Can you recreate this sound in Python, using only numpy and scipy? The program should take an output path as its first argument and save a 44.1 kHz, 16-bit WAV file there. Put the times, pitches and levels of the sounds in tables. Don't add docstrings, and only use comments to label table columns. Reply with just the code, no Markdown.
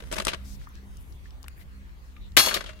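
import sys
import numpy as np
from scipy import signal
from scipy.io import wavfile
from scipy.ndimage import uniform_filter1d

SR = 44100
rng = np.random.default_rng(int(sys.argv[2]) if len(sys.argv) > 2 else 0)


def log_audio(samples):
    frames = np.atleast_2d(samples).T
    limited = np.clip(frames, -1, 1)
    pcm = np.round(limited * 32767).astype(np.int16)
    wavfile.write(sys.argv[1], SR, pcm)


def nominal_scale(level):
    x = np.asarray(level, float) / 20
    return 10 ** x


N = 123479

# pitch in Hz, level in dB per Hz.
RUMBLE_SHAPE = [(24, -41), (33, 0.5), (45, -0.5), (70, -3.5), (90, -13), (125, -13.5), (165, -18.5),
                (330, -36)]
HISS_SHAPE = [(250, -18.5), (330, -6.5), (600, -21), (1500, -13), (2700, -19), (5000, -24.5), (9000, -30),
              (16000, -30)]
# pitch in Hz, likeness from -1 to 1.
EAR_LIKENESS = [(60, 0.45), (500, 0.86), (1400, -0.49), (4000, 0.1)]
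# pitch in Hz, left over right in dB.
AIR_LEAN = [(500, 0.5), (4400, 1.2), (9000, 3)]
# time in seconds, level in dB.
SWELL = [(0, 2.5), (.25, 2.5), (.9, -0.5), (1.4, -1), (1.9, -3), (2.8, -2)]
# pitch in Hz, level in dB.
MOTOR_HUMS = [(48.4, -51), (64.5, -48.5), (262.4, -68), (524.5, -78.5)]
# time in seconds, level in dB.
WHINE_LEVEL = [(.3, -59), (.54, -50), (.62, -69.5), (.87, -52), (1.0, -69.5), (1.57, -71.5), (1.78, -55.5),
               (2.03, -70), (2.25, -57.5), (2.68, -69), (2.8, -57)]

# pitch in Hz, level in dB per Hz.
STEEL_BODY = [(90, -18), (200, -12), (380, -5.5), (900, -7.5), (1400, -7.5), (4000, -8), (6000, -19)]
STEEL_TREBLE = [(5000, -7), (7000, -15.5), (14800, -15), (15600, -30)]
# pitch in Hz, left over right in dB.
NEAR_LEAN = [(700, 2), (1300, 9.5), (2400, 4), (4400, 2), (8100, 10.5), (15000, 12.5)]

# time in seconds, level in dB, brightness in dB.
SLIDE = [(0, -44.5, -13.5), (.05, -53.5, -5.5), (.11, -62, -2), (.116, -37, -3), (.21, -36, -12),
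         (.24, -46, -4), (.29, -40.5, -23), (.345, -35, -33), (.375, -64, -13)]
SETTLE = [(2.372, -21.5, -19), (2.41, -29.5, -5), (2.43, -32, 5), (2.49, -26, -6), (2.53, -35.5, -11),
          (2.57, -26, -33), (2.6, -41.5, -29), (2.71, -55, -42), (2.8, -58.5, -33)]
# start in seconds, peak in dB, main pitch in Hz,
# time to fall 60 dB in seconds, brightness in dB.
KNOCKS = [(.114, -28.5, 630, 0.061, -8), (0.126, -20.5, 7600, 0.012, -1), (0.1342, -27, 5000, 0.03, 8),
          (.138, -25, 2820, 0.019, -13), (0.143, -26.5, 2880, 0.03, 5), (.163, -31.5, 6200, .04, 4),
          (.181, -19, 850, 0.043, -15), (0.184, -20, 2410, 0.029, 3), (.2, -17, 1050, 0.027, -23),
          (.25, -17, 8160, 0.023, 7), (0.269, -14, 696, 0.02, -2), (.281, -15, 2820, 0.075, -4.5),
          (.335, -23.5, 1150, 0.036, -46), (2.472, -16, 905, 0.035, -22), (2.51, -18.5, 1440, 0.08, -28),
          (2.608, -24, 1440, 0.047, -31), (2.641, -32.5, 1060, 0.038, -33), (2.6606, -29, 3310, 0.14, -33),
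          (2.695, -35, 2020, 0.037, -21), (2.69, -33.5, 1380, 0.089, -37)]
# pitch in Hz, level in dB, time to fall 60 dB in seconds.
HOLLOW_BOOMS = [(211.3, -38, 0.039), (405.4, -43, 0.03), (653, -34, 0.024)]
# start in seconds, level in dB, pitch in Hz,
# time to fall 60 dB in seconds.
THUMPS = [
    (.02, -46, 458, 0.13),
    (.186, -33, 202, 0.092),
    (2.166, -53.5, 1216, .1),
    (2.368, -22, 305, 0.097),
    (2.378, -33, 125, 0.17),
    (2.545, -31.5, 1208, 0.11),
    (2.56, -34, 389, 0.14),
    (2.661, -53.5, 2760, .5),
    (2.688, -46.5, 621, .3),
]

# start in seconds, peak in dB, pitch in Hz, width in Hz,
# time to fall 60 dB in seconds.
TICKS = [(0.614, -45.5, 1650, 900, .025), (0.671, -41.5, 1190, 400, 0.023),
         (0.689, -47, 11000, 12000, 0.013), (0.754, -43.5, 4500, 5000, 0.0096),
         (.97, -44, 5570, 7000, 0.022), (1.123, -49.5, 5000, 3000, .03), (1.2548, -48, 1840, 600, 0.053),
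         (1.307, -45, 3400, 3000, 0.011), (1.4291, -39, 5400, 9000, 0.011), (1.4413, -44, 855, 400, .025),
         (1.442, -41, 3530, 2980, 0.025), (1.461, -48, 1840, 700, .025), (1.4817, -33.5, 2250, 2510, 0.011),
         (1.4819, -34.5, 9000, 9000, 0.011), (1.577, -53, 2000, 600, 0.027), (1.612, -48, 2100, 700, 0.057),
         (1.8937, -52.5, 2100, 1500, 0.016), (2.165, -46, 2330, 1800, 0.029),
         (2.319, -50, 4000, 4000, 0.016)]
# start in seconds, length in seconds, level in dB, centre in Hz, width in Hz.
RUBS = [(0.444, 0.12, -53.5, 5400, 4000), (0.425, 0.16, -60.5, 11700, 4900),
        (0.59, 0.071, -59.5, 3470, 4000), (.73, 0.066, -64, 4000, 3000), (.75, 0.049, -61, 1700, 150),
        (.9, 0.28, -67, 10400, 6000), (0.999, 0.034, -60.5, 11000, 4000), (1.235, .06, -64.5, 4000, 3000),
        (1.566, 0.074, -60.5, 12000, 6000), (1.556, 0.085, -62.5, 1950, 895), (1.593, .04, -61, 3600, 2500),
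        (2.009, 0.13, -69.5, 3980, 6070), (2.204, 0.087, -60.5, 3700, 450), (2.24, .045, -68, 2900, 300)]
# start in seconds, length in seconds, level in dB; then its pitches in Hz.
SQUEAK = (0.843, 0.15, -73.5)
SQUEAK_HZ = (3700, 6400, 9000)

# start in seconds, peak in dB, crack pitch in Hz,
# time to fall 60 dB in seconds, left over right in dB.
BLOWS = [
    (2.3671, -6.5, 2280, 0.08, 10),
    (2.372, -2.5, 3700, 0.067, -8.5),
    (2.382, -11.5, 5600, 0.068, 6),
    (2.388, -10.5, 4430, 0.085, 8),
    (2.3955, -10.5, 3470, 0.038, -1),
    (2.403, -9.5, 1500, 0.025, 3.5),
    (2.408, -15, 1670, 0.017, 8),
    (2.46, -19, 4400, .04, 7),
    (2.484, -20.5, 3020, 0.078, 4),
    (2.5413, -13, 3700, 0.083, 1),
]
BLOW_RING_DB = [-4.5, -3, -8.5, -0.5, -7, -6, -6.5, -9, -14, -15]
# pitches in Hz, then for each the level in dB and time to fall 60 dB in seconds.
PUNCH_HZ = [4314, 4371, 4528, 5259, 5480, 6403, 6524, 7095, 10519, 11562, 11713, 13103, 14420]
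PUNCH_RING = [(-1, 0.52), (-0.5, 0.47), (-7, 0.44), (-9.5, .4), (-11, 0.22), (-13, 0.57), (-15, .5),
              (-8, .3), (-9, .3), (-8, .3), (-5.5, 0.21), (-7, 0.15), (-14, .12)]
BRACKET_HZ = [2567, 2762, 2985, 3363, 3756, 3953, 8172, 9060, 10164, 11054, 12460]
BRACKET_RING = [(-13.5, .4), (-10, 1), (-11.5, 0.56), (-6, .45), (-12.5, 0.27), (-4, .38), (-16, 0.37),
                (-15, 0.22), (-15, 0.28), (-11.5, 0.23), (-18, .3)]
# time in seconds, level in dB.
GRIP = [
    (2.37, 0),
    (2.47, 2.5),
    (2.52, -4),
    (2.55, 2),
    (2.6, -5.5),
    (2.66, -18),
]


def evened(x):
    return x / np.sqrt(np.mean(x ** 2) + 1e-20)


def read(points, hz):
    f, value = np.transpose(points)
    return np.interp(np.log(hz + 1), np.log(f + 1), value)


def follow(curve, t):
    return nominal_scale(np.interp(t, *np.transpose(curve)))


def add(mix, s, sound):
    part = mix[:, round(s * SR):][:, :sound.shape[1]]
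    part += sound[:, :part.shape[1]]


def coloured(x, db_of):
    db = np.maximum(db_of(abs(np.fft.fftfreq(2048, 1 / SR))), -90)
    minimum_phase = signal.hilbert(np.log(nominal_scale(db))).conj()
    taps = np.fft.ifft(np.exp(minimum_phase)).real[..., :1024]
    return signal.oaconvolve(x, taps * np.ones((2, 1)), axes=1)[:, :x.shape[1]]


def ears(hz):
    return np.outer([.5, -.5], read(NEAR_LEAN, hz))


def air(shape, level_db, patchy_db):
    frames, hz = N // 512 + 5, np.fft.rfftfreq(2048, 1 / SR)
    a, b, c, d, patches = rng.standard_normal((frames, 1025, 5)).T
    patches = evened(uniform_filter1d(uniform_filter1d(patches, 20, 0), 6, 1))
    same = np.clip(read(EAR_LIKENESS, hz), -1, 1)[:, None]
    left = a + 1j * b
    right = same * left + np.sqrt(1 - same ** 2) * (c + 1j * d)
    outside = (hz < .6 * shape[0][0]) | (hz > shape[-1][0] + 900)
    db = read(shape, hz) - 99 * outside + np.outer([.5, -.5], read(AIR_LEAN, hz))
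    spectra = np.array([left, right]) * nominal_scale(db[:, :, None] + patchy_db * patches)
    noise = signal.istft(spectra, nperseg=2048, noverlap=1536)[1][:, :N]
    return nominal_scale(level_db) * evened(noise)


def workshop():
    t = np.arange(N) / SR
    waver_hz, ear_turns = 4, 0.41
    low = air(RUMBLE_SHAPE, -44.5, patchy_db=2.5)
    for hz, db in MOTOR_HUMS:
        beats = 0
        for k in (-.9, -.3, .45):
            turns = waver_hz * k * t + rng.random() + ear_turns * rng.random((2, 1))
            beats = beats + np.exp(2j * np.pi * turns)
        low += nominal_scale(db) * (beats * np.exp(2j * np.pi * hz * t)).real
    ear_phase = np.array([[0], [.6]])
    whine = nominal_scale(3.5) * follow(WHINE_LEVEL, t) * np.sin(2 * np.pi * 198.5 * t + ear_phase)
    swell_db = np.interp(t, *np.transpose(SWELL))
    hiss = air(HISS_SHAPE, -59.5, patchy_db=3.0) * nominal_scale(.7 * swell_db)
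    return whine + low * nominal_scale(swell_db) + hiss


def hump(hz, centre_hz, width_hz):
    rise = (2 * hz / centre_hz) ** 2
    return rise / (1 + rise) / (1 + (2 * (hz - centre_hz) / width_hz) ** 2)


def steel(hz, bright_db):
    octaves_above = np.log2(np.maximum(hz / STEEL_BODY[-1][0], 1))
    octaves_below = np.log2(np.maximum(STEEL_TREBLE[0][0] / (hz + 1), 1))
    body = nominal_scale(read(STEEL_BODY, hz) - 13.2 * octaves_above)
    treble = nominal_scale(bright_db + read(STEEL_TREBLE, hz) - 10.6 * octaves_below)
    return body ** 2 + treble ** 2


def burst(t60, power_of, peak_db):
    t = np.arange(6000) / SR
    noise = rng.standard_normal((2, len(t)))
    x = coloured(noise, lambda hz: 10 * np.log10(power_of(hz) + 1e-12) + ears(hz))
    x *= nominal_scale(-60 * t / max(t60, .004)) * np.minimum(t / 0.00039, 1)
    return nominal_scale(peak_db + 4.5) * x / abs(x).max()


def chatter(curve):
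    contacts_per_s, spread_db, t60 = 300, 3.5, 0.039
    s, db, bright_db = np.transpose(curve)
    t, u = np.arange(21000) / SR + s[0], np.arange(1500) / SR
    size = nominal_scale(spread_db * np.minimum(rng.exponential(1, len(t)), 4))
    size = size * (rng.random(len(t)) < contacts_per_s / SR)
    patch = rng.integers(0, 6, len(t))
    out = np.zeros((2, len(t)))
    for k in range(6):
        ring = rng.standard_normal((2, len(u))) * nominal_scale(-60 * u / t60)
        out += signal.oaconvolve((size * (patch == k))[None], ring, axes=1)[:, :len(t)]
    low = coloured(out, lambda hz: 10 * np.log10(steel(hz, -60)) + ears(hz))
    top = coloured(out, lambda hz: 10 * np.log10(steel(hz, 0) - steel(hz, -60) + 1e-9) + ears(hz))
    both = evened(low) + nominal_scale(np.interp(t, s, bright_db)) * evened(top)
    return s[0], (t <= s[-1]) * nominal_scale(np.interp(t, s, db)) * both


def bracket():
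    out, t = np.zeros((2, N)), np.arange(9000) / SR
    add(out, *chatter(SLIDE))
    add(out, *chatter(SETTLE))
    for s, db, pitch_hz, t60, bright_db in KNOCKS:
        add(out, s, burst(t60, lambda hz: 0.22 * steel(hz, bright_db) + .5 * hump(hz, pitch_hz, 550), db))
    boom = sum(nominal_scale(db - 60 * t / t60) * np.sin(2 * np.pi * hz * t) for hz, db, t60 in HOLLOW_BOOMS)
    dull = coloured(out, lambda hz: -.003 * np.maximum(hz - 10500, 0))
    return dull + signal.oaconvolve(out, boom[None], axes=1)[:, :N]


def thumps():
    out, t = np.zeros((2, N)), np.arange(12000) / SR
    for s, db, hz, t60 in THUMPS:
        fade = nominal_scale(db + ears(hz) - 60 * t / t60) * np.minimum(t / 0.0032, 1)
        add(out, s, fade * np.sin(2 * np.pi * hz * t))
    return out


def gloves():
    out = np.zeros((2, N))
    for s, length, db, centre_hz, width_hz in RUBS:
        grit = rng.standard_normal((2, 12000)) * nominal_scale(2.5 * np.minimum(rng.exponential(1, 12000), 4))
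        u = np.minimum(np.arange(12000) / SR / length, 1)
        rub = coloured(grit, lambda hz: 15 * np.log10(hump(hz, centre_hz, width_hz) + 1e-9) + ears(hz))
        add(out, s, nominal_scale(db) * np.sin(np.pi * u) ** 0.34 * evened(rub))
    for s, db, pitch_hz, width_hz, t60 in TICKS:
        add(out, s, burst(t60, lambda hz: hump(hz, pitch_hz, width_hz) ** 2, db))
    s, length, db = SQUEAK
    t = np.arange(round(length * SR)) / SR
    for hz in SQUEAK_HZ:
        add(out, s, nominal_scale(db + ears(hz)) * np.sin(np.pi * t / length) * np.sin(2 * np.pi * hz * t))
    return out


def modes():
    draw, t = rng.random((320, 3)), np.arange(18000, dtype=np.float32) / SR
    crowd_hz = 700 + 14600 * draw[:, 0]
    crowd_db = -35 - 9 * draw[:, 1] + 10 * np.log10(steel(crowd_hz, 0))
    crowd_t60 = 0.39 * (crowd_hz / 4000) ** -0.2 * (.5 + draw[:, 2])
    main_db, main_t60 = np.transpose(PUNCH_RING + BRACKET_RING)
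    hz = np.append(PUNCH_HZ + BRACKET_HZ, crowd_hz)
    db = np.append(main_db - 23.5, crowd_db)
    t60 = np.append(main_t60, crowd_t60)
    turns = np.exp(np.outer(2j * np.pi * hz - np.log(1000) / t60, t))
    starts = nominal_scale(db + ears(hz)) * np.exp(2j * np.pi * rng.random((2, len(hz))))
    return (starts @ turns).real * np.minimum(t / 0.0013, 1)


def punch():
    out, drive = np.zeros((2, N)), np.zeros((2, N))
    for (s, db, pitch_hz, t60, pan_db), ring_db in zip(BLOWS, BLOW_RING_DB):
        bright_db = 5 - 48 * (s - BLOWS[0][0])
        crack = burst(t60, lambda hz: 0.19 * steel(hz, bright_db) + 1.6 * hump(hz, pitch_hz, 1460), db)
        add(out, s, crack * nominal_scale(np.array([[.5], [-.5]]) * pan_db))
        add(drive, s, nominal_scale(ring_db) * np.ones((2, 1)))
    ring = signal.oaconvolve(drive, modes(), axes=1)[:, :N]
    return out + ring * follow(GRIP, np.arange(N) / SR)


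def room(x):
    t = np.arange(SR // 2) / SR
    tail = rng.standard_normal((2, len(t))) * nominal_scale(-60 * t / 0.51) * np.minimum(t / 0.0066, 1)
    tail = signal.lfilter([1], [1, -.5], tail)
    return nominal_scale(-26) * signal.fftconvolve(x, tail / np.linalg.norm(tail[0]), axes=1)[:, :N]


def scene():
    near = bracket() + thumps() + gloves() + punch()
    return near + room(near) + workshop()


def roll_off(x):
    return signal.sosfilt(signal.butter(12, 16850, fs=SR, output="sos"), x)


def record(dry):
    clip = 0.88
    overloaded = clip * np.tanh(dry / clip)
    edge = signal.firwin(201, 15900, fs=SR)[None]
    mix = signal.oaconvolve(overloaded, edge, "same")
    return roll_off(mix)


dry = scene()
out = record(dry)
log_audio(out)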